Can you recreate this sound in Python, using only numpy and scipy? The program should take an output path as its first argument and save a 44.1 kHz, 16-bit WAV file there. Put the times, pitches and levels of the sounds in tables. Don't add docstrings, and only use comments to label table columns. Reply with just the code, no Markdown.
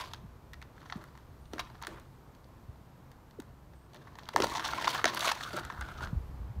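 import sys
import numpy as np
from scipy import signal
from scipy.fft import rfft, irfft
from scipy.io import wavfile

SR = 44100
rng = np.random.default_rng(int(sys.argv[2]) if len(sys.argv) > 2 else 0)


def store_pcm(level_fs):
    pcm = np.round(np.clip(level_fs, -1, 1) * 32767).astype(np.int16)
    wavfile.write(sys.argv[1], SR, np.atleast_2d(pcm).T)


N = 291060

# (pitch [Hz], width [Hz], relative level [dB])
KNOCK_MODES = [(670, 152, 1), (920, 148, 5), (1363, 164, 1), (1734, 225, 2.5), (2070, 347, -3)]
# (pitch [Hz], width [Hz], relative level [dB])
GRIT_MODES = [(3024, 2250, 8), (3780, 1810, 11), (4610, 410, 8), (5380, 1140, -4), (6664, 560, 3),
              (6720, 285, 4)]
# (pitch [Hz], width [Hz], relative level [dB])
FIZZ_MODES = [(7900, 4500, 12), (10100, 810, -24), (11400, 970, 4), (13400, 5000, -11), (16300, 6600, 7)]
SCUFF_HOLLOW_HZ = 1108


def from_db(db):
    return 10 ** (np.asarray(db) / 20)


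def rms_one(x):
    return x / np.sqrt(np.mean(x ** 2) + 1e-20)


def in_time(rows):
    s, *columns = np.transpose(rows)
    return [np.interp(np.arange(N) / SR, s, c) for c in columns]


def in_spans(tables, fade_s):
    t = np.arange(N) / SR
    gate = 0
    for rows in tables:
        edge_s = np.minimum(t - rows[0][0], rows[-1][0] - t)
        gate = gate + np.clip(edge_s / fade_s + .5, 0, 1)
    return gate, in_time([row for rows in tables for row in rows])


def drift(rate_hz):
    r = np.exp(-20 * np.pi * rate_hz / SR)
    noise = rng.standard_normal(N // 10 + 4002)
    slow = signal.lfilter([1], [1, -2 * r, r * r], noise)[4000:]
    return np.interp(np.arange(N) / 10, np.arange(len(slow)), rms_one(slow))


def resonance(hz, width_hz):
    r = np.exp(-np.pi * width_hz / SR)
    return (1 - r * r) / 2 * np.array([1, 0, -1]), [1, -2 * r * np.cos(2 * np.pi * hz / SR), r * r]


def body(x, modes, shifting_db=0):
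    click = np.zeros(4096)
    click[0] = 1
    gains = [(-1) ** k * from_db(db) for k, (hz, width_hz, db) in enumerate(modes)]
    filters = [resonance(hz, width_hz) for hz, width_hz, db in modes]
    response = sum(g * signal.lfilter(*f, click) for g, f in zip(gains, filters))
    scale = np.sqrt(np.sum(response ** 2))
    shifts = [from_db(shifting_db * drift(7.4)) if shifting_db else 1 for f in filters]
    return sum(g * shift * signal.lfilter(*f, x + 1e-18)
               for g, shift, f in zip(gains, shifts, filters)) / scale


def coloured(spectrum):
    hz = np.fft.rfftfreq(N, 1 / SR) + 1
    at_hz, db = np.transpose(spectrum)
    gain = from_db(np.interp(np.log(hz), np.log(at_hz), db))
    return rms_one(irfft(rfft(rng.standard_normal(N)) * gain, N))


def air():
    # (time [s], murmur level [dB], hiss level [dB])
    air_curve = [(0, -55, -74.5), (2, -55.5, -73.5), (4, -56, -75.5), (5, -51.5, -69), (6.1, -51, -70),
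                 (6.6, -53, -73.5)]
    # (time [s], rumble level [dB])
    wind_curve = [(0.0, -50), (0.8, -54), (1.6, -52.5), (2.4, -58), (3.3, -54.5), (4.13, -58.5),
                  (4.45, -55), (5.55, -60), (5.65, -52), (5.89, -47.5), (6.1, -38), (6.31, -47),
                  (6.45, -40.5), (6.55, -48), (6.6, -21)]
    # (frequency [Hz], relative density [dB per Hz])
    murmur_spectrum = [(65, -9), (110, -5), (134, -1), (163, -9), (407, -16.5), (615, -19.5), (777, -19.5),
                       (930, -19), (1040, -19.5), (1380, -24.5), (8000, -56), (10400, -73), (17600, -120)]
    # (frequency [Hz], relative density [dB per Hz])
    hiss_spectrum = [(1760, -24), (3000, -11), (4070, -10.5), (10600, -17.5), (12900, -12.5),
                     (15700, -18.5), (16100, -36), (16400, -42)]
    # (frequency [Hz], relative density [dB per Hz])
    rumble_spectrum = [(15, -29), (25, 12.5), (49, -5.5), (64, 7), (107, -10.5), (145, -10.5), (220, -19.5),
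                       (290, -69), (480, -120)]
    murmur_db, hiss_db = in_time(air_curve)
    rumble_db, = in_time(wind_curve)
    waver_db = .6 * drift(5)
    gusts_db = 1.2 * drift(12) + 2 * drift(1.75)
    murmur = from_db(murmur_db + waver_db) * coloured(murmur_spectrum)
    hiss = from_db(hiss_db) * coloured(hiss_spectrum)
    rumble = from_db(rumble_db + gusts_db) * coloured(rumble_spectrum)
    return murmur + hiss + rumble


def bird():
    # (start [s], top pitch [Hz], top level [dB])
    seeps = [(1.4, 8857, -76), (3.745, 8559, -79)]
    rise_s, length_s, slur_hz, sag_hz = 0.033, 0.13, 170, 70
    start_db, end_db = -8.5, -5.0
    notes = [[(s, hz - slur_hz, db + start_db), (s + rise_s, hz, db),
              (s + length_s, hz - sag_hz, db + end_db)] for s, hz, db in seeps]
    gate, (hz, level_db) = in_spans(notes, fade_s=.015)
    phase = 2 * np.pi * np.cumsum(hz + 40 * drift(60)) / SR
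    return gate * from_db(level_db + 3.1 * drift(40)) * np.sin(phase)


def shore(x, t60_s):
    t = np.arange(round(.3 * SR)) / SR
    noise = signal.lfilter([.5], [1, -.55], rng.standard_normal(len(t)))
    tail = noise * from_db(-60 * t / t60_s) * (t > .004)
    return signal.fftconvolve(x, tail / np.sqrt(np.sum(tail ** 2)))[:N]


def thuds():
    # (start [s], peak [dB], middle pitch [Hz], length [s], pitch drop [octaves])
    pulses = [(0.237, -41, 151, 0.027, 1.46), (0.956, -32.5, 180, 0.015, 1.3),
              (1.533, -34.5, 323, 0.011, 2), (2.685, -37, 82.5, 0.02, -0.01),
              (3.385, -36.5, 315, 0.024, 1.7), (4.344, -34, 443, 0.015, 1.5),
              (4.401, -19, 404, 0.0057, 0.97), (4.406, -28, 402, 0.008, 0.44),
              (4.419, -29, 336, 0.013, 0.61), (4.438, -22.5, 538, 0.0075, -0.47),
              (5.042, -25, 415, 0.0074, -0.87), (5.057, -22.5, 670, 0.0084, -0.029),
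              (5.532, -40, 440, 0.0097, 1.4), (5.571, -37, 554, 0.016, 0.98),
              (5.635, -42.5, 73.5, 0.038, 0.43), (5.782, -36.5, 70, 0.026, 0.6),
              (5.811, -36, 60, 0.036, 0.6), (6.03, -32.5, 70, 0.032, 2.3), (6.128, -25, 113, 0.015, 2.2),
              (6.157, -22.5, 63, 0.026, 0.011), (6.398, -33.5, 67.7, 0.023, 0.49),
              (6.437, -40, 95, 0.022, 0.44), (6.488, -35.5, 107, 0.038, -0.72)]
    out = np.zeros(N + 8000)
    for s, peak_db, hz, length_s, drop_octaves in pulses:
        done = np.arange(round(np.clip(length_s, .005, .15) * SR)) / SR / length_s
        phase = 2 * np.pi * np.cumsum(hz * 2 ** (drop_octaves * (.5 - done))) / SR
        swell = np.sin(np.pi * np.minimum(done, 1) ** 0.92) ** 0.92
        i = round(s * SR)
        out[i:i + len(done)] += from_db(peak_db) * swell * np.sin(phase)
    return out[:N]


def faint_snaps(drag):
    candidates_per_s, kept_per_s = 30, 14
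    knock_db, fizz_db = 2.5, -26
    rows = []
    for when, size, pitch, chance in rng.random((round(candidates_per_s * N / SR), 4)):
        if chance * candidates_per_s >= kept_per_s:
            continue
        when *= .99
        drag_db = 20 * np.log10(drag[int(when * N)] + 1e-9)
        rows.append((when * N / SR, drag_db + 8.5 + 7.3 * size, knock_db, fizz_db, 900 + 335.5 * pitch))
    return rows


def snaps(drag):
    # (start [s], grit drive [dB], knock re grit [dB], fizz re grit [dB], knock pitch [Hz])
    set_snaps = [(0.1095, -48, -12, -19, 950), (0.1344, -26, -13, -11.5, 915),
                 (0.144, -37.5, -3, -14, 1500), (0.5331, -37, -1.5, -7, 1880), (0.54, -42, 1, -9, 1720),
                 (0.616, -45.5, 4.5, -4, 2200), (0.624, -38, -0.5, -11, 1950),
                 (0.779, -52.5, 7.5, -15, 1510), (0.8989, -36.5, 6.5, -33, 1830),
                 (0.923, -28.5, -0.5, -43, 1140), (1.039, -49, 7, 3.5, 1610), (1.1508, -49.5, 0, -16, 990),
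                 (1.1747, -48, 2, -3, 1050), (1.4545, -50, -21, -22, 904), (1.5334, -32.5, -1, -7, 750),
                 (1.5815, -36, 8, -9, 1580), (1.5923, -25.5, -15, -17, 1020), (1.8235, -33, -5, -3.5, 1010),
                 (1.8344, -32.5, -1.5, -26, 1150), (1.8474, -35.5, -2, -15, 1020),
                 (1.8688, -27, -2.5, -3.5, 1220), (1.8774, -41, 1.5, -1, 1860),
                 (1.9974, -48.5, -14, 2, 904), (2.3486, -49, -21, -7, 904), (2.442, -51, -16, -23, 1030),
                 (2.7566, -56.5, 5, -17, 900), (3.1153, -47.5, -3, -2, 894), (3.3083, -47.5, -6, -7, 845),
                 (3.3999, -37.5, -5, 0.5, 1450), (3.4197, -50, 0.5, -2, 999), (3.734, -52, 1, -21, 915),
                 (3.933, -43.5, -7, -7, 710), (3.9447, -41, -12, -6, 1000), (3.95, -48, 3, -16, 1480),
                 (3.9604, -43, -10, -11, 1340), (3.968, -44, -15, -22, 1090), (4.0697, -57, 12, -15, 1110),
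                 (4.1535, -44, 0.5, -7, 960), (4.186, -37, -1, -6, 1050), (4.192, -40, -2.5, -16, 1020),
                 (4.232, -39, -6, -19, 670), (4.2547, -43, -18, -16, 1480), (4.2877, -29, -2, -8.5, 1060),
                 (4.3612, -8, 0, -12.5, 935), (4.4012, -20, -2, -9, 1020), (4.4205, -14, -9.5, -16, 1410),
                 (4.4414, -20.5, 0, -9, 840), (4.4678, -27, -3, -7, 980), (4.6586, -32, 3, -20, 1260),
                 (4.8773, -18.5, -3, -23, 940), (4.9983, -36, 5, -28, 1440), (5.0424, -14, 3.5, -7.5, 1480),
                 (5.0544, -6, -8.5, -15.5, 1456), (5.146, -31, -5, 8, 985), (5.1721, -21, -0.5, -9, 1500),
                 (5.193, -25, -19, -3, 1410), (5.2061, -16, -29, -12, 960), (5.3143, -20, -0.5, -26, 894),
                 (5.408, -32.5, 4, -20, 1310), (5.566, -31.5, -12, 2, 1420), (5.6496, -31.5, -3, -6, 1480),
                 (5.7001, -35, 9, -33.5, 1050), (5.8097, -37, 8, 2.5, 1300), (6.0064, -38, 6, -22, 1290)]
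    rows = set_snaps + faint_snaps(drag)
    base_rise_s, base_fall_s, fizz_fall_s = 0.0012, 0.0024, 0.0029
    hard_knock_db = -11
    knock, ring, grit, fizz = np.zeros((4, N))
    t = np.arange(1500) / SR
    noise = rng.standard_normal((len(rows), 1500))
    for (s, drive_db, knock_db, fizz_db, knock_hz), burst in zip(rows, noise):
        haste = 1 + from_db(drive_db + knock_db - hard_knock_db) ** 2
        rise = np.minimum(haste * t / base_rise_s, 1)
        shape = from_db(drive_db) * rise * np.exp(-t * haste / base_fall_s)
        build = ((t * knock_hz / 2.0) * np.exp(1 - t * knock_hz / 1.39)) ** 2
        swing = from_db(drive_db) * build + 0.12 * shape
        near_pitch = rms_one(signal.lfilter(*resonance(knock_hz, 1.37 * knock_hz), burst))
        tone = np.sin(2 * np.pi * knock_hz * t + burst[0])
        i = round(s * SR)
        grit[i:i + 1500] += shape * burst
        knock[i:i + 1500] += from_db(knock_db) * shape * near_pitch
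        ring[i:i + 1500] += from_db(knock_db) * swing * tone
        fizz[i:i + 1500] += from_db(fizz_db) * shape * burst * np.exp(-t / fizz_fall_s)
    return (from_db(-9) * body(knock, KNOCK_MODES) + from_db(1) * ring
            + from_db(-6) * body(grit, GRIT_MODES) + from_db(-1.5) * body(fizz, FIZZ_MODES))


def grains(per_s, spread_db, clump_db):
    born = rng.random(N) < per_s / SR
    sizes = from_db(spread_db * np.minimum(rng.exponential(1, N), 5)) * born
    bursts = signal.lfilter([1], [1, -.92], sizes) * rng.standard_normal(N)
    return rms_one(bursts * from_db(clump_db * (drift(40) + 0.12 * drift(29.0))))


def hollow(x, pitch_hz, width_hz):
    out, state = np.zeros(N), np.zeros(2)
    for i in range(0, N, 256):
        b, a = resonance(pitch_hz[i], width_hz)
        out[i:i + 256], state = signal.lfilter(b, a, x[i:i + 256], zi=state)
    return rms_one(out)


def crunch_swells():
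    # (start [s], length [ms], grit drive [dB], knock re grit [dB])
    crunches = [(1.593, 22, -40, 6.5), (1.815, 9.7, -52, 4), (1.9, 107, -70.5, 14), (4.012, 20, -72, 12),
                (4.067, 28, -75.5, 19.5), (4.332, 15, -54.5, 8), (4.431, 22, -37, 3), (4.50, 22, -67, 16),
                (4.549, 32, -39, -13), (4.57, 16.8, -34, 2.5), (4.595, 15, -42, 7),
                (4.641, 33, -38.5, -0.5), (4.669, 17.3, -42.5, 0), (4.702, 26, -49, -8),
                (4.775, 29, -50, 14), (4.81, 23, -44, 8), (4.841, 27, -36.5, -1.5), (4.873, 10, -36, 9.5),
                (4.885, 44, -37.5, -25), (4.928, 53, -45, 4), (4.976, 32, -43.5, 3),
                (5.065, 44.4, -41.5, 4.5), (5.162, 23, -51, 5), (5.223, 37, -67, -2),
                (5.272, 16, -33.5, -1), (5.287, 24.5, -34, 0), (5.313, 9.6, -31, -19),
                (5.346, 14, -43, -15), (5.426, 35, -51, 0), (5.53, 21, -51.5, 1), (5.564, 19, -43.5, 6),
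                (5.586, 14.5, -42, 5.5), (5.81, 21, -57, 10), (5.974, 26, -52, -12), (6.016, 50, -52, 7.5)]
    fizz_db = -13
    gains = np.zeros((3, N))
    for s, length_ms, grit_db, knock_db in crunches:
        i, span = round(s * SR), round(length_ms * SR / 1000)
        swell = np.sin(np.pi * (np.arange(span) / span) ** 0.58)
        gains[:, i:i + span] += from_db(grit_db + np.array([[0], [knock_db], [fizz_db]])) * swell
    return gains


def dragging():
    # (start [s], peak [s], end [s], peak drive [dB], fade [dB/s], grit re drag [dB])
    scuffs = [(-0.01, 0.0, 0.37, -42.5, 143, -5.5), (0.725, 0.897, 1.42, -57, 42, -9.5),
              (1.505, 1.534, 2.06, -58, 18, -11.5), (3.89, 4.307, 4.4, -63.5, 10, -4.5)]
    # (time [s], drag drive [dB], grit re drag [dB], hollow pitch [Hz])
    slide = [(4.36, -56, -1, 980), (4.526, -38, -10, 1087), (4.646, -43, -9, 1147),
             (4.756, -39.5, -12, 880), (4.894, -37.5, -12, 933), (5.035, -49, -5, 1210),
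             (5.108, -47, -6, 1065), (5.244, -37.5, -2.5, 1185), (5.338, -44.5, -7.5, 970),
             (5.39, -47.5, -7, 1050), (5.41, -48.5, -3.5, 1350), (5.61, -47.5, -10.5, 1327),
             (5.64, -58.5, -4, 1420), (5.838, -49.5, -17, 1435), (5.938, -57, -12, 1470),
             (6.005, -52.5, -14, 1294), (6.075, -55.5, -11, 1350), (6.12, -64, -11, 1300)]
    swell_db = 14.5
    spans = []
    for start_s, peak_s, end_s, db, fade_db_per_s, grit_db in scuffs:
        end_db = db - fade_db_per_s * (end_s - peak_s)
        spans.append([(start_s, db - swell_db, grit_db, SCUFF_HOLLOW_HZ),
                      (peak_s, db, grit_db, SCUFF_HOLLOW_HZ),
                      (end_s, end_db, grit_db, SCUFF_HOLLOW_HZ)])
    gate, (drag_db, grit_db, pitch_hz) = in_spans(spans + [slide], fade_s=0.019)
    return np.minimum(gate, 1) * from_db(drag_db), grit_db, pitch_hz


def load(drag):
    # (time [s], low crunch drive [dB])
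    footfalls = [(0.959, -53.5), (1.539, -49), (1.879, -47), (3.95, -54.5), (4.367, -30), (5.046, -39.5),
                 (5.539, -44.5), (6.01, -50)]
    fade_db_per_s, rise_s, weight_re_drag_db = 162, 0.002, -11.5
    t = np.arange(N) / SR
    gain = drag * from_db(weight_re_drag_db)
    for s, db in footfalls:
        fade = from_db(db - fade_db_per_s * np.maximum(t - s, 0))
        gain = gain + fade * np.clip((t - s) / rise_s, 0, 1)
    return gain


def scrape(drag, grit_db, pitch_hz):
    # (pitch [Hz], width [Hz], relative level [dB])
    weight_modes = [(274, 330, 0), (356.3, 126, 4), (448, 55, -12.5), (603, 29, 0)]
    hollow_db_per_octave = 9.0
    grit, knock, fizz = crunch_swells()
    coarse = grains(per_s=1300.0, spread_db=-0.5, clump_db=1.0)
    fine = rms_one(0.45 * coarse + grains(per_s=3200.0, spread_db=3.0, clump_db=3.4))
    wander_hz = pitch_hz * (1 + 0.072 * drift(38))
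    octaves = np.log2(pitch_hz / SCUFF_HOLLOW_HZ)
    hollow_db = -3.0 + hollow_db_per_octave * octaves + 1.82 * drift(44)
    low = from_db(-4) * body(coarse, KNOCK_MODES, shifting_db=2.75)
    low = low + from_db(hollow_db) * hollow(coarse, wander_hz, width_hz=71)
    heavy = body(grains(per_s=900.0, spread_db=2.0, clump_db=-0.5), weight_modes)
    bright = drag * from_db(grit_db)
    return ((drag + knock) * low + load(drag) * heavy
            + (bright + grit) * body(fine, GRIT_MODES, shifting_db=0.5)
            + (from_db(-8.5) * bright + fizz) * body(fine, FIZZ_MODES, shifting_db=2.5))


def scene():
    drag, grit_db, pitch_hz = dragging()
    feet = scrape(drag, grit_db, pitch_hz) + snaps(drag)
    scatter = from_db(-16.5) * shore(feet, t60_s=0.32)
    return (feet + scatter + thuds() + bird() + air())[None]


def record(dry):
    low_cut = signal.butter(4, 38, "high", fs=SR, output="sos")
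    top_cut = signal.cheby2(14, 50, 16150, fs=SR, output="sos")
    return signal.sosfilt(top_cut, signal.sosfilt(low_cut, dry))


dry = scene()
out = record(dry)
store_pcm(out)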